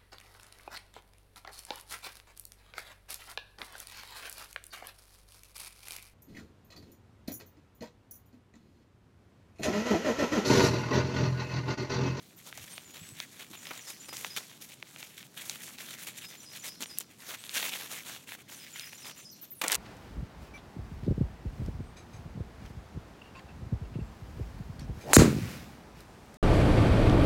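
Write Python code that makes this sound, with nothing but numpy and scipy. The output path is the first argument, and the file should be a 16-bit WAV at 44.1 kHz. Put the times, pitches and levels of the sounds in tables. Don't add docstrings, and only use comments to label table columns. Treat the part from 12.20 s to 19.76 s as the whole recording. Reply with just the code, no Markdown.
import sys
import numpy as np
from scipy import signal
from scipy.fft import rfft, irfft, next_fast_len
from scipy.io import wavfile
from scipy.ndimage import uniform_filter1d

SR = 44100
rng = np.random.default_rng(int(sys.argv[2]) if len(sys.argv) > 2 else 0)


def generate_wav(signal):
    frames = np.transpose(np.atleast_2d(signal))
    scaled = np.clip(frames, -1, 1) * 32767
    pcm = np.round(scaled).astype(np.int16)
    wavfile.write(sys.argv[1], SR, pcm)


N = 333427
T = np.arange(N) / SR
TOP_HZ = 15900


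def undb(db):
    return 10 ** (np.asarray(db) / 20)


def add(out, s, sound):
    i = max(int(round(s * SR)), 0)
    part = sound[:max(N - i, 0)]
    out[i:i + len(part)] += part


def colour(x, points):
    hz, db = np.transpose(points)
    size = next_fast_len(N + 8192, real=True)
    f = np.arange(size // 2 + 1) * SR / size
    gain = undb(np.interp(np.log(f + 1), np.log(hz), db))
    cepstrum = irfft(np.log(gain), size)
    cepstrum[1:size // 2] *= 2
    cepstrum[size // 2 + 1:] = 0
    y = irfft(rfft(x, size) * np.exp(rfft(cepstrum)), size)[:N]
    return y / y.std()


def walk(rate):
    knots = rng.standard_normal(N // 20)
    return np.sqrt(3 / 2) * np.interp(T * rate, np.arange(len(knots)), knots)


def stroke(s, length, rise, fall):
    return np.clip((T - s) / rise + .5, 0, 1) * np.exp(-np.clip((T - s - length) / fall, 0, 20))


def air(level_db=-60):
    # frequency in Hz, relative level in dB.
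    spectrum = [(20, -83), (40, -21), (70, -11.5), (115, 0), (180, 1), (280, -2), (450, -9.5), (900, -16.5),
                (2500, -25.5), (4800, -19), (7000, -26), (16000, -68)]
    breeze_db = .7 * walk(3)
    return undb(level_db + breeze_db) * colour(rng.standard_normal(N), spectrum)


def bird_note(points, waver=0.0019):
    s, hz, db = np.transpose(points)
    t = np.arange(s.min(), s.max() + 0.0022, 1 / SR)
    shake = np.interp(t * 400, np.arange(512), rng.standard_normal(512))
    flutter_db = 3 * np.interp(t * 130, np.arange(512), rng.standard_normal(512))
    pitch = uniform_filter1d(np.interp(t, s, hz), size=200) * (1 + waver * shake)
    swell = undb(np.interp(t, s, db) + flutter_db) * signal.windows.tukey(len(t), .2)
    return s.min(), np.sqrt(2) * swell * np.sin(2 * np.pi * np.cumsum(pitch) / SR)


def bird_song(repeats=4, period_s=.218, first_db=-4):
    # seconds into the motif, pitch in Hz, relative level in dB.
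    motif = [
        [(0, 7110, -5.5), (.018, 7000, 0.5), (.032, 7200, -17)],
        [(.03, 6530, 8), (.036, 5780, 0), (.058, 5740, -24)],
        [(.054, 7950, -2), (.061, 9570, -2.5), (.068, 9300, -4)],
        [(.078, 5440, -5), (.095, 5070, 5.5), (.128, 4910, -12.5)],
        [(.135, 6530, -1), (.141, 5800, 1.5), (.156, 5550, -11)],
        [(.157, 4640, -34), (.165, 4490, -5), (.174, 4090, -7.5)],
    ]
    # start in seconds, relative level in dB.
    phrases = [(1.359, -48.5), (3.953, -48), (6.309, -48.5)]
    out = np.zeros(N)
    for s, db in phrases:
        for k in range(repeats):
            motif_db = db + first_db * (k == 0)
            for points in motif:
                detune, accent_db = rng.standard_normal(2)
                start, sound = bird_note(np.array(points) * [1, 1 + .006 * detune, 1], waver=.02)
                add(out, s + k * period_s + start, undb(motif_db + accent_db) * sound)
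    return out


def bird_calls(chip_hz=15900, chip_end_hz=12000):
    # time in seconds, pitch in Hz, relative level in dB.
    whistles = [
        [(.49, 7500, -66), (.51, 8600, -57), (.527, 8900, -47), (.543, 8500, -50)],
        [(.62, 8900, -62), (.65, 7150, -56), (.705, 6750, -57), (.78, 7300, -59), (.82, 7850, -51),
         (.87, 8000, -55), (.937, 7950, -51)],
        [(5.18, 7400, -45), (5.215, 8700, -53), (5.25, 9150, -68), (5.33, 8300, -51)],
        [(7.35, 10700, -49), (7.37, 10300, -55), (7.385, 10700, -49), (7.4, 7800, -48)],
    ]
    # start in seconds, relative level in dB.
    chips = [(.06, -66), (.16, -52), (7.11, -49), (7.211, -47), (7.303, -46)]
    out = np.zeros(N)
    for points in whistles:
        add(out, *bird_note(points))
    middle_hz = (chip_hz + chip_end_hz) / 2
    for s, db in chips:
        glide = [(s, chip_hz, db - 5), (s + 0.016, middle_hz, db), (s + 0.036, chip_end_hz, db - 4)]
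        add(out, *bird_note(glide, waver=.01))
    return out


def birds(song_db=-7, calls_db=-4, echo_db=-5.5, echo_s=0.062, leaves_hz=12000):
    song, calls = bird_song(), bird_calls()
    t = T[:SR // 2]
    leaves = signal.butter(2, leaves_hz, fs=SR, output="sos")
    trees = signal.sosfilt(leaves, rng.standard_normal(len(t))) * np.exp(-t / echo_s)
    echo = signal.fftconvolve(song + .5 * calls, trees / np.linalg.norm(trees))[:N]
    return undb(song_db) * song + undb(calls_db) * calls + undb(echo_db) * echo


def thuds():
    # start in seconds, level in dB, pitch in Hz, length in seconds.
    bumps = [(0.344, -54.5, 103, 0.092), (0.814, -51, 121, 0.028), (0.915, -57.5, 113, 0.055),
             (1.303, -51, 258, 0.0096), (4.601, -50, 237, 0.035), (5.364, -63, 221, 0.19),
             (7.417, -60, 197, 0.069), (7.513, -73, 240, .05)]
    out = np.zeros(N)
    for s, db, hz, length in bumps:
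        band = signal.butter(2, [hz / 1.22, hz * 1.31], "band", fs=SR, output="sos")
        bump = signal.sosfilt(band, rng.standard_normal(N))
        out += undb(db) * bump / bump.std() * stroke(s, length, rise=0.0082, fall=0.0067)
    return out


def tick(hz, q=1.68, spread_s=0.001998, low_hz=400, tail_s=0.0022, ground_hz=700, size=2048):
    f = np.maximum(np.arange(size // 2 + 1) * SR / size, 1)
    body = 1 / (1 + 1j * q * (f / hz - hz / f)) / (1 - 1j * low_hz / f)
    ground = 2j / (1 + 1j * (f / ground_hz - ground_hz / f)) ** 2
    body += undb(-9) * min(ground_hz / hz, 1) * ground
    body /= (1 + 1j * f / (2.4 * hz)) ** 2
    lag_cycles = spread_s * (2 * np.sqrt(1000 * f) - f * np.sqrt(1000 / TOP_HZ))
    ring = irfft(body * np.exp(-2j * np.pi * lag_cycles), size)
    patter = irfft(body * rfft(rng.standard_normal(size)), size) * np.exp(-T[:size] / tail_s)
    snap = ring / abs(ring).max() + undb(-12) * 2 * patter / abs(patter).max()
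    return snap[:size // 2]


def crumbs(clod_power, count=190, above_db=10, spread_db=4, centre_hz=2900):
    # start in seconds, rough peak level in dB, pitch in Hz.
    snaps = [(0.3263, -33, 1980), (0.3753, -30, 6200), (.377, -41.5, 690), (0.5793, -27.5, 2600),
             (0.89, -36, 7800), (1.0017, -20.5, 3440), (1.3343, -41.5, 1120), (1.469, -30, 2900),
             (1.885, -40, 3100), (1.5128, -28.5, 1680), (1.9682, -22.5, 6060), (2.0463, -21, 2170),
             (2.6262, -29, 2200), (2.761, -34.5, 2460), (2.828, -28.5, 2900), (3.028, -37, 3120),
             (3.2966, -18, 5000), (3.585, -30, 3250), (4.6242, -22.5, 5500), (4.6322, -28.5, 2810),
             (4.6583, -33.5, 2900), (4.7856, -13.5, 11000), (4.8016, -26, 10100), (5.2389, -31, 3300),
             (5.2652, -35, 4100), (5.2936, -27.5, 3800), (5.372, -21.5, 5900), (5.4273, -21, 2750),
             (5.4945, -28, 3400), (6.1201, -29, 2350), (6.596, -26, 4440), (6.731, -34, 2130),
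             (7.418, -22, 2620), (7.4815, -11, 6800), (7.499, -22.5, 2100), (7.509, -26, 4600),
             (7.519, -10, 7500), (7.5239, -15.5, 3180), (7.528, -16, 6630), (7.5455, -14, 5600),
             (7.5527, -13, 7140)]
    out = np.zeros(N)
    for s, db, hz in snaps:
        add(out, s, undb(db) * tick(hz))
    for when, size, pitch in rng.random((count, 3)):
        busy = np.sqrt(clod_power[int(when * N)])
        gain = busy * undb(above_db + spread_db * (2 * size - 1))
        add(out, when * N / SR, gain * tick(centre_hz * 2 ** (2 * pitch - 1)))
    return out


def effort(sag_db_per_s=11.5, pause_db=-6.5, pause_edge_s=0.002):
    # time in seconds, relative level in dB.
    rustle = [(0.0, -62.5), (0.25, -68), (0.41, -58.5), (0.72, -57.5), (2.14, -54), (2.4, -54.5),
              (3.23, -60.5), (3.35, -54.5), (3.72, -55.5), (4.93, -57.5), (5.49, -46.5), (6.17, -61),
              (6.52, -57), (6.8, -60.5), (7.05, -60), (7.38, -69)]
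    offsets_db = [-3, -2.5, -11.5]
    # start in seconds, length in seconds, relative clod level in dB,
    # then the dust and earth layers in dB against the clods.
    swells = [(.175, .08, -64, 5.5, -15), (.255, 0.049, -53, 2.5, -2.5), (.345, .1, -53.5, -2, -10.5),
              (.46, .12, -52.5, -2.5, -11), (.738, 0.054, -53, -6, -7), (.972, 0.076, -49, -8.5, -25),
              (1.188, 0.043, -51.5, -6, -8), (1.325, 0.054, -54, -16, -6), (1.447, 0.15, -50, -7.5, -9),
              (1.675, 0.031, -47, 3, -3.5), (1.93, 0.15, -50.5, 1.5, -7), (2.19, 0.057, -58.5, 2.5, -3),
              (2.41, 0.027, -60.5, 7.5, -27), (2.485, 0.03, -57, 0, -7), (2.655, 0.069, -73, -6, -16),
              (2.775, 0.12, -54.5, 0, -9.5), (2.97, 0.052, -52, -8, -19), (3.17, .19, -49, -0.5, -10),
              (3.42, 0.06, -54.5, 6, -7), (3.585, 0.17, -48, -3, -12), (3.78, .125, -54.5, 1.5, -24),
              (3.955, 0.032, -52.5, -2, -21), (4.012, 0.032, -44, -8, -18), (4.1, 0.066, -56, -3.5, -8),
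              (4.32, 0.054, -48, -2.5, -12), (4.438, 0.046, -47, 1, -5.5), (5.0, .08, -54, -2, -8),
              (5.085, 0.069, -45.5, -1, -3.5), (5.335, 0.087, -38, -3.5, -12),
              (5.41, 0.16, -41, -3.5, -9.5), (5.58, .08, -47.5, -3, -6.5), (5.705, 0.079, -46, 0, -6.5),
              (5.85, 0.12, -48, -1.5, -8.5), (6.078, 0.073, -47.5, -6, -17), (6.16, 0.056, -58.5, -13, -8),
              (6.282, 0.088, -51.5, -2.5, -10), (6.385, 0.098, -52, -11, -30),
              (6.535, 0.15, -49.5, -4.5, -27), (6.72, 0.11, -57, 0.5, -14), (6.848, 0.065, -48.5, -3.5, -5),
              (6.97, 0.037, -52, -3, -11), (7.222, 0.027, -64, 7.5, -2)]
    scuffs = [(1.508, 0.0089, -40.5, -13, 2), (1.884, 0.0071, -50, -2, 1.5),
              (1.927, 0.011, -41.5, -4.5, -1), (2.164, .018, -39.5, -2, -5.5),
              (3.166, 0.036, -48, -28, -27), (3.869, 0.026, -42.5, -4, -10.5),
              (4.606, 0.033, -42, -3.5, -10.5), (4.774, 0.0073, -54, 2, -10),
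              (4.805, 0.0043, -43.5, 3, -3.5), (5.36, 0.024, -32.5, -8.5, -13),
              (7.414, 0.005, -33, -1, -3.5), (7.425, 0.042, -42, -7, 2), (7.438, 0.0064, -32.5, -6, 1),
              (7.476, 0.043, -42, -3, -3), (7.5065, 0.025, -28.5, -10, -5), (7.53, .04, -37, -1.5, -2)]
    # start in seconds, length in seconds.
    pauses = [(0.296, 0.012), (1.27, .03), (2.378, 0.031), (2.455, 0.032), (2.545, 0.097), (3.07, 0.068),
              (4.563, 0.029), (4.84, 0.14), (6.046, 0.02), (6.226, 0.056), (6.759, 0.021), (7.05, .11)]
    rustle_db = np.interp(T, *np.transpose(rustle))
    power = undb(rustle_db + np.array(offsets_db)[:, None]) ** 2
    for events, rise_s, fall_s in (swells, 0.021, 0.011), (scuffs, .00095, 0.0058):
        for s, length, db, dust_db, earth_db in events:
            sag_db = sag_db_per_s * np.clip(T - s - length / 2, -length / 2, length / 2)
            envelope = stroke(s, length, rise_s, fall_s) * undb(db - sag_db)
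            power += np.outer(undb([0, dust_db, earth_db]) ** 2, envelope ** 2)
    resting = sum(stroke(s, length, pause_edge_s, pause_edge_s) for s, length in pauses)
    return power * undb(pause_db * resting) ** 2


def grains(rate, spread_db, smooth):
    size = undb(spread_db * np.minimum(rng.exponential(size=N), 4))
    hits = (rng.random(N) < rate / SR) * size * np.sign(rng.standard_normal(N))
    return hits / hits.std() + smooth * rng.standard_normal(N)


def wander(x, depth_db, rate=25, lowest_hz=700):
    size = next_fast_len(N, real=True)
    spectrum = rfft(x, size)
    f = (np.arange(len(spectrum)) + 1) * SR / size
    half_octaves = np.clip(2 * np.log2(f / lowest_hz), 0, 9)
    out = np.zeros(N)
    for k in range(10):
        band = irfft(spectrum * np.maximum(1 - abs(half_octaves - k), 0), size)[:N]
        out += band * undb(depth_db * walk(rate))
    return out / out.std()


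def soil(power, trims_db=(0.3, 2.5, -.5)):
    # frequency in Hz, relative level in dB.
    clod_spectrum = [(500, -22.5), (1000, -17.5), (1600, -1.5), (2300, 2), (3600, -0.5), (4700, -14),
                     (6500, -25), (9000, -35), (16000, -7)]
    dust_spectrum = [(1500, -17), (3500, 5), (5000, 4.5), (6800, 6.5), (9000, 3), (12000, 3.5), (16000, -5)]
    earth_spectrum = [(40, -46), (120, -16), (280, -0.5), (470, 2), (800, 2), (1400, 3), (2500, -17),
                      (6000, -61)]
    slip = undb(1.7 * walk(55) + 1.4 * walk(300))
    clods = colour(grains(rate=1600, spread_db=4, smooth=.55), clod_spectrum)
    dust = colour(grains(rate=6000, spread_db=4, smooth=.64), dust_spectrum)
    earth = colour(grains(rate=500, spread_db=5, smooth=1), earth_spectrum)
    layers = [wander(clods, depth_db=2.6), wander(dust, depth_db=1.6), earth]
    return slip * sum(layer * np.sqrt(p) * undb(db) for layer, p, db in zip(layers, power, trims_db))


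def scene():
    power = effort()
    return (soil(power) + crumbs(power[0]) + thuds() + birds() + air())[None]


def record(dry, low_cut_hz=55, dip_hz=5000, dip_db=-3, dip_width_hz=900):
    sound = signal.sosfilt(signal.butter(3, low_cut_hz, "high", fs=SR, output="sos"), dry)
    dip_band = signal.lfilter(*signal.iirpeak(dip_hz, dip_hz / dip_width_hz, fs=SR), sound)
    sound = sound + (undb(dip_db) - 1) * dip_band
    return signal.sosfilt(signal.ellip(10, .2, 70, TOP_HZ, fs=SR, output="sos"), sound)


dry = scene()
out = record(dry)
generate_wav(out)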